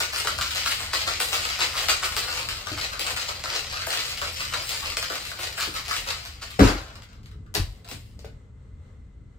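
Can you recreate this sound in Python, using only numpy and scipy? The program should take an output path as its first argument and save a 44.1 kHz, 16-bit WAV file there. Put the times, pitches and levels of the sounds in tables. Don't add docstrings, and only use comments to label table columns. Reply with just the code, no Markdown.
import sys
import numpy as np
from scipy import signal
from scipy.fft import rfft, irfft
from scipy.io import wavfile

SR = 44100
rng = np.random.default_rng(int(sys.argv[2]) if len(sys.argv) > 2 else 0)


def volts_from_db(level):
    exponent = np.asarray(level, float) / 20
    return 10 ** exponent


def transcribe(u):
    v = np.clip(np.atleast_2d(u).T, -1, 1)
    q = np.round(v * 32767).astype(np.int16)
    wavfile.write(sys.argv[1], SR, q)


N = 414027


def rms_one(x):
    return x / np.sqrt(np.mean(x ** 2) + 1e-20)


def in_time(rows):
    s, *columns = np.transpose(rows)
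    return [np.interp(np.arange(N) / SR, s, column) for column in columns]


def at_hz(points, hz):
    points = np.array(points)
    return np.interp(np.log(hz), np.log(np.maximum(points[:, 0], 1)), points[:, 1])


def wander(spread_db, step, mean_db=0):
    count = N // step + 2
    return np.interp(np.arange(N) / step, np.arange(count), rng.normal(mean_db, spread_db, count))


def ring(clicks, hz, t60):
    r, w = volts_from_db(-60 / (t60 * SR)), 2 * np.pi * hz / SR
    return signal.lfilter([.5, 0, -.5], [1, -2 * r * np.cos(w), r * r], clicks + 1e-18)


def marks(times, sizes):
    out = np.zeros(N)
    np.add.at(out, np.round(np.asarray(times) * SR).astype(int), sizes)
    return out


# f/Hz, level/dB per Hz
RUMBLE = [(18, -42.5), (30, -11), (80, -5), (129, -13), (150, -20), (205, -21.5), (282, -27), (322, -31),
          (420, -45), (550, -82.5), (920, -120)]
# f/Hz, level/dB per Hz
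HISS = [(250, -26.5), (420, 3), (736, -12), (1270, -9.5), (1700, -15), (1950, -15.5), (2040, -5),
        (2230, -20), (4160, -21.5), (4840, -28.5), (8230, -23.5), (9430, -41.5), (15800, -43)]
# f/Hz, likeness/0-1
LIKENESS = [(60, 1), (240, 0.86), (950, 0.23), (3770, 0.25), (15000, 0.08)]


def background(spectrum, level_db):
    hz = np.maximum(np.fft.rfftfreq(N, 1 / SR), 5)
    mid, side = rfft(rng.standard_normal((2, N)))
    waver_db = np.interp(np.arange(N) / SR / .12, np.arange(200), rng.normal(0, 1.8, size=200))
    alike = np.clip(at_hz(LIKENESS, hz), 0, 1)
    both = np.sqrt(1 + alike) * mid + np.sqrt(1 - alike) * side * [[1], [-1]]
    noise = rms_one(irfft(volts_from_db(at_hz(spectrum, hz)) * both, N))
    return volts_from_db(level_db) * noise * volts_from_db([[.6], [-.6]]) * volts_from_db(waver_db)


def pile_ups(times, levels_db, swell_s):
    t60_s = 0.085
    t = np.arange(SR // 5) / SR
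    flurry = (1 - np.exp(-t / swell_s)) * volts_from_db(-2 * 60 * t / t60_s)
    return np.abs(signal.fftconvolve(marks(times, volts_from_db(2 * levels_db)), flurry)[:N])


# level/dB against it, t60/s
JOLT_TRICKLE = [(-11, 1), (-8, 0.62), (-11.5, 0.54), (-8, 0.73)]


def tumbling(times, lengths, levels_db):
    rise_s, rise_share, stop_t60_s = 0.0013, 0.2, 0.038
    stroke_trickle = (-4.5, 1)   # dB, t60 s
    out, t = np.full(N, 1e-14), np.arange(SR) / SR
    trickles = [stroke_trickle] * (len(times) - len(JOLTS)) + JOLT_TRICKLE
    for s, length, level_db, (trickle_db, t60) in zip(times, lengths, levels_db, trickles):
        after = np.maximum(t - length, 0)
        shape = volts_from_db(-2 * 60 * after / stop_t60_s) + volts_from_db(2 * (trickle_db - 60 * after / t60))
        swell = 1 - np.exp(-t / (rise_s + rise_share * length))
        start = int(s * SR)
        out[start:start + SR] += volts_from_db(2 * level_db) * swell ** 2 * shape
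    return out


# t/s, tumbling length/s, rattle level/dB,
# then hollow level/dB and slosh level/dB, both against the rattle
FAST = [(.001, 0.022, -25, -7, -14), (0.126, .08, -28.5, -4, -10), (0.245, 0.058, -29, -5.5, -7),
        (.384, 0.15, -31, -0.5, -14.5), (0.547, 0.02, -22.5, -7.5, -15), (0.655, 0.068, -24, -4, -14.5),
        (0.794, 0.03, -29.5, -3, -9.5), (0.928, 0.047, -24, -6, -13.5), (1.063, 0.039, -25.5, -2.5, -10),
        (1.196, 0.044, -26, -6.5, -11.5), (1.319, 0.03, -22, -4.5, -11), (1.451, 0.061, -23.5, -4.5, -12),
        (1.589, 0.078, -25.5, -4, -9.5), (1.736, 0.11, -26.5, -3, -10.5), (1.881, 0.027, -24.5, -5.5, -12),
        (2.019, 0.048, -28, -0.5, -11), (2.16, 0.037, -24.5, -6.5, -10)]
SWIRL = [(2.273, 0.16, -31, -1.5, -8.5), (2.476, 0.11, -33, -2, -9.5), (2.662, 0.079, -34.5, -2, -10.5),
         (2.764, 0.082, -30.5, -5, -10), (2.916, 0.047, -35, 3.5, -10), (2.991, 0.03, -29.5, -23, -15.5),
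         (3.044, 0.068, -31.5, -1.5, -5.5), (3.162, 0.061, -28.5, -4.5, -14.5),
         (3.282, 0.023, -33.5, -8, -11), (3.359, 0.034, -41, -8, -5.5), (3.436, 0.16, -28.5, -8.5, -14),
         (3.51, 0.044, -39.5, 6.5, 1.5), (3.723, 0.099, -32, 0.5, -13), (3.865, 0.076, -28, -4, -7),
         (3.921, 0.13, -31, -3.5, -17), (4.06, 0.047, -30.5, -9, -15.5), (4.211, 0.053, -32, -8, -7),
         (4.32, 0.093, -34, -8, -19), (4.393, .05, -32, -2, -15),
         (4.515, 0.082, -31, -1.5, -7.5), (4.62, 0.11, -31, -8, -20), (4.699, 0.037, -32.5, -5, -9),
        (4.82, 0.05, -29.5, -3.5, -11), (4.968, 0.093, -34.5, -7, -11), (5.097, .06, -32, -1, -6.5),
        (5.179, 0.13, -36, -25, -29), (5.29, 0.047, -40.5, -18, -5.5), (5.387, 0.044, -28.5, -4.5, -8.5),
        (5.574, 0.089, -29.5, -0.5, -12.5), (5.74, 0.021, -28.5, -3.5, -13), (5.881, 0.1, -28.5, -7.5, -13),
        (6.062, 0.026, -29, -1, -11), (6.248, 0.0095, -45.5, -2.5, -8.5), (6.413, 0.018, -35, -2.5, -13),
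        (6.504, 0.015, -41.5, -11, -15)]
JOLTS = [
    (6.592, 0.092, -26, 6.5, 0.5),
    (7.543, 0.018, -33.5, -9, -5),
    (7.844, 0.054, -47.5, -7.5, -10.5),
    (7.887, 0.047, -41, -14, -9.5),
]
JOLT_CHIPS_DB = [-3, 4.5, -3, 4]
# t/s, rattle level/dB, hollow level/dB against it
CUBES = [(.385, -49, -4), (.931, -49, 0), (1.2, -35.5, 1), (1.451, -50.5, 2.5), (1.884, -23.5, -11.5),
         (2.164, -33, -12.5), (2.717, -52, -5), (4.214, -36, 3), (4.968, -28, -13), (5.88, -38, -67),
         (0.159, -32, -3), (.27, -28.5, -4), (0.41, -32.5, -3), (2.12, -36, -14), (2.486, -32, -12),
         (3.064, -33.5, -6), (3.227, -41, -22), (3.394, -52, -5), (3.455, -43, 10.5), (4.24, -59, -32),
         (4.404, -42, -34), (4.535, -38, 0), (4.9, -35.5, -17), (5.025, -32.5, -7), (5.25, -47, -0.5),
         (5.314, -44, 5.5), (5.43, -49, -15), (5.768, -40, -6), (5.909, -39.5, 8.5), (6.103, -32.5, -5)]
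TICKS = [(6.25, -43, -30), (6.505, -62, -23), (6.88, -63.5, -25.5), (6.954, -51, -2), (7.02, -50.5, -12),
         (7.129, -58.5, -6), (7.23, -63.5, -5), (7.257, -55, -8), (7.313, -60.5, -2), (7.462, -73, 6.5),
         (7.551, -29, -7), (7.912, -41, -10), (8.19, -52.5, -17), (8.247, -54.5, -14)]


def motion():
    s, length, level_db, hollow_db, slosh_db = np.transpose(FAST + SWIRL + JOLTS)
    level_db = level_db - 8
    cube_s, cube_db, cube_hollow_db = np.transpose(CUBES + TICKS)

    def zone(against_db, held_db, landing_db, lone_db, gather_s):
        own_db = level_db + against_db
        held = tumbling(s, length, own_db + held_db)
        landing = pile_ups(s, own_db + landing_db, gather_s)
        lone = pile_ups(cube_s, cube_db + lone_db, 0.00047)
        return np.sqrt(held + landing + lone)

    chips_db = -10 + 2 * rng.standard_normal(len(s))
    chips_db[-len(JOLTS):] += JOLT_CHIPS_DB
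    slosh = zone(slosh_db, -3.5, 8, -17.0, 0.002)
    hollow = zone(hollow_db, -7.5, 8, cube_hollow_db, 0.0058)
    rattle = zone(0, 0, 5, 0, 0.0069)
    splinter = zone(chips_db, 0, 7.0, -8.5, 0.002)
    return [slosh, hollow, rattle, splinter], np.r_[cube_s, s[-len(JOLTS):]]


def struck_spot(count):
    spread_db, spot_s = 1.8, .02
    for row in rng.standard_normal((count, 600)):
        yield volts_from_db(spread_db * np.interp(np.arange(N) / SR / spot_s, np.arange(len(row)), row))


def cube_contacts(touches):
    contacts_per_s, size_spread_db = 1400, 4.6
    sizes = volts_from_db(size_spread_db * np.minimum(rng.exponential(1, N), 3.6)) * rng.choice([-1, 1], N)
    contacts = rms_one(sizes * (rng.random(N) < contacts_per_s / SR))
    contacts *= volts_from_db(wander(2.8, 330, mean_db=-1))
    return contacts + marks(touches + .0015, 17.0)


# f/Hz, level/dB per Hz
SHELL = [(150, -43), (260, -16), (451, -10), (527, -5), (931, -8), (1230, 1.5), (1820, -4), (3060, -2.5),
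         (3510, -8.5), (4100, -0.5), (5890, -10), (8170, -8), (9710, -18), (14200, -15.5), (16000, -42.5)]
# f/Hz, level/dB, t60/s
WALL = [(528, -15, 0.27), (770, 3, 0.023), (1333, -7, 0.039), (1283, 0, 0.033), (1454, 0.5, 0.0896),
        (2134, -6, 0.26), (2980, -1.5, 0.13), (3873, 0, 0.025), (4020, -4.5, 0.038), (4930, -0.5, 0.011)]


def ice():
    drive, touches = motion()
    borders_hz = [1080, 1850, 7000]
    contacts = cube_contacts(touches)
    fizz_share = .3
    blurred = np.sqrt(1 - fizz_share) * contacts + np.sqrt(fizz_share) * rng.standard_normal(N)
    dealt = rng.integers(0, 3, size=N)
    edges = np.geomspace(250, 17000, 27)
    pitches = np.sqrt(edges[1:] * edges[:-1])
    zone = np.searchsorted(borders_hz, pitches)
    weight = volts_from_db(at_hz(SHELL, np.minimum(pitches, 13500))) * np.sqrt(pitches)
    out, spot = np.zeros(N), struck_spot(count=50)
    for k, (low, high) in enumerate(zip(edges, edges[1:])):
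        share = weight[k] / np.linalg.norm(weight[zone == zone[k]])
        source = blurred if zone[k] == len(borders_hz) else contacts
        struck = (-1) ** k * source * drive[zone[k]] * next(spot) + 1e-18
        band = signal.butter(2, [low, high], "band", fs=SR, output="sos")
        out += share * signal.sosfilt(band, struck) * np.sqrt(.5 * SR / (high - low))
    for k, (hz, level_db, t60) in enumerate(WALL):
        struck = contacts * (dealt == k % 3) * drive[np.searchsorted(borders_hz, hz)] * next(spot)
        out += volts_from_db(level_db - 14.0) * ring(struck, hz, t60) * np.sqrt(83 / (t60 * SR))
    return out


# t/s, level/dB, contact cut-off f/Hz, deep boom level/dB
BLOWS = [(2.717, -33, 970, 3), (5.674, -31.5, 400, -10.5), (6.59, -6.5, 490, -9.5), (6.605, -7.5, 810, 6),
         (6.612, -18.5, 600, -25), (6.621, -11.5, 584, -7.5), (6.635, -13, 600, -5), (6.648, -22, 900, -3),
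         (6.697, -39, 404, -3), (6.745, -20.5, 198, -5), (7.556, -30.5, 900, -15), (7.578, -30.5, 252, 11),
         (7.598, -28, 90, 15), (7.914, -33.5, 503, 0), (7.945, -42, 200, 17)]
# f/Hz, level/dB, t60/s
COUNTER = [(46.9, -18.5, 0.38), (78, -4.5, 0.073), (99, 1, 0.067), (122, -10, 0.19), (182, -8, 0.052),
           (260.4, -4.5, 0.045), (290, -0.5, 0.06), (324, -3.5, 0.06), (347, -5, 0.087), (400, -8, 0.081),
           (506, -7, 0.082), (550, -23, .09), (615, -31.5, 0.051), (760, -8, 0.016)]


def counter():
    out, luck = np.zeros(N), rng.normal(0, 1, (len(BLOWS), len(COUNTER)))
    for (s, level_db, cut_hz, boom_db), row in zip(BLOWS, luck):
        start, push = int(s * SR), np.zeros(SR // 2)
        push[0] = volts_from_db(level_db - 9.0)
        push = signal.sosfilt(signal.butter(2, cut_hz, fs=SR, output="sos"), push)
        for k, (hz, mode_db, t60) in enumerate(COUNTER):
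            strength = (-1) ** k * volts_from_db(mode_db + 3.8 * row[k] + boom_db * (k < 3))
            out[start:start + SR // 2] += strength * ring(push, hz, t60)
    return out


def counter_crack():
    t = np.arange(N) / SR - BLOWS[2][0]
    burst = (t > 0) * (1 - np.exp(-np.abs(t) / 0.0041)) * volts_from_db(-17.0 - 60 * np.abs(t) / 0.48)
    grains = rng.standard_normal(N) * rng.exponential(1, N) * (rng.random(N) < .1)
    dull = signal.butter(1, [1000, 3000], "band", fs=SR, output="sos")
    return signal.sosfilt(dull, rms_one(grains) * burst)


# t/s, f/Hz, level/dB
SQUEAK = [
    (7.29, 420, -90),
    (7.32, 420, -65),
    (7.42, 425, -66),
    (7.5, 420, -72),
    (7.53, 420, -90),
]


def squeak():
    hz, level_db = in_time(SQUEAK)
    grip_db = wander(3.5, 600)
    return volts_from_db(level_db + grip_db) * np.sin(2 * np.pi * np.cumsum(hz) / SR) * (level_db > -89.9)


# t/s, level/dB
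SLAP = [
    (7.5415, -11),
    (7.5505, -1),
]


def slap():
    times, levels_db = np.transpose(SLAP)
    crack = signal.butter(1, [900, 9000], "band", fs=SR, output="sos")
    return signal.sosfilt(crack, marks(times, volts_from_db(levels_db + 4.5)))


# t/s, level/dB
CAP_TAPS = [
    (8.192, -40.5),
    (8.246, -27.5),
]
# f/Hz, level/dB, t60/s
CAP = [(452, 4.5, 0.092), (570, 8, 0.029), (680, -19, 0.037), (810, -31, 0.037), (1180, -8, 0.036),
       (1470, -6, 0.095), (2390, -15, .05)]


def cap():
    times, levels_db = np.transpose(CAP_TAPS)
    taps = signal.lfilter([.3], [1, -.7], marks(times, volts_from_db(levels_db - 23.0)))
    return sum(volts_from_db(level_db) * ring(taps, hz, t60) for hz, level_db, t60 in CAP)


def room(x):
    t60_s, level_db, dull_hz, own_above_hz = 0.26, 2.5, 6780, 520
    right_lag_s, lag_spread_s = .0001, 0.0001845
    t, hop = np.arange(int(.4 * SR)) / SR, 2048
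    low = signal.butter(1, own_above_hz, fs=SR, output="sos")
    high = signal.butter(1, own_above_hz, "high", fs=SR, output="sos")
    dull = signal.butter(1, dull_hz, fs=SR, output="sos")
    early = np.exp(-t / 0.13)
    dying = volts_from_db(-60 * t / t60_s) * (1 - np.exp(-t / .004))
    fade = np.hanning(2 * hop + 1)[:-1]
    x = np.pad(x, (hop, 2 * hop))
    out = np.zeros((2, len(x) + len(t)))
    for i in range(0, N + hop, hop):
        shared, left, right = rng.standard_normal((3, len(t)))
        noise = signal.sosfilt(low, shared) + signal.sosfilt(high, [left, right])
        tail = (early * noise + (1 - early) * signal.sosfilt(dull, noise)) * dying
        tail *= volts_from_db(level_db) / np.sqrt(np.sum(tail ** 2, axis=1, keepdims=True))
        lag = np.clip((right_lag_s + lag_spread_s * rng.standard_normal()) * SR, -25, 25)
        tail[:, :64] += np.sinc(np.arange(64) - 32 - np.array([[0], [lag]]))
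        moment = (fade * x[i:i + 2 * hop])[None]
        out[:, i:i + 2 * hop + len(t) - 1] += signal.fftconvolve(moment, tail, axes=1)
    return out[:, hop + 32:hop + 32 + N]


def scene():
    knocks = counter() + cap()
    bar = ice() + counter_crack() + slap() + squeak() + volts_from_db(5.5) * knocks
    heard = room(bar) + knocks
    left_db = 1.07
    placed = volts_from_db(-4.5) * heard * volts_from_db([[left_db], [-left_db]])
    return placed + background(RUMBLE, -50.5) + background(HISS, -69.5)


def roll_off(x):
    return signal.sosfilt(signal.butter(12, 16660, fs=SR, output="sos"), x)


def record(dry):
    top = signal.cheby2(10, 60, 16900, fs=SR, output="sos")
    rounded = 1.508 * np.tanh(dry / 0.8)
    return roll_off(signal.sosfilt(top, rounded))


dry = scene()
out = record(dry)
transcribe(out)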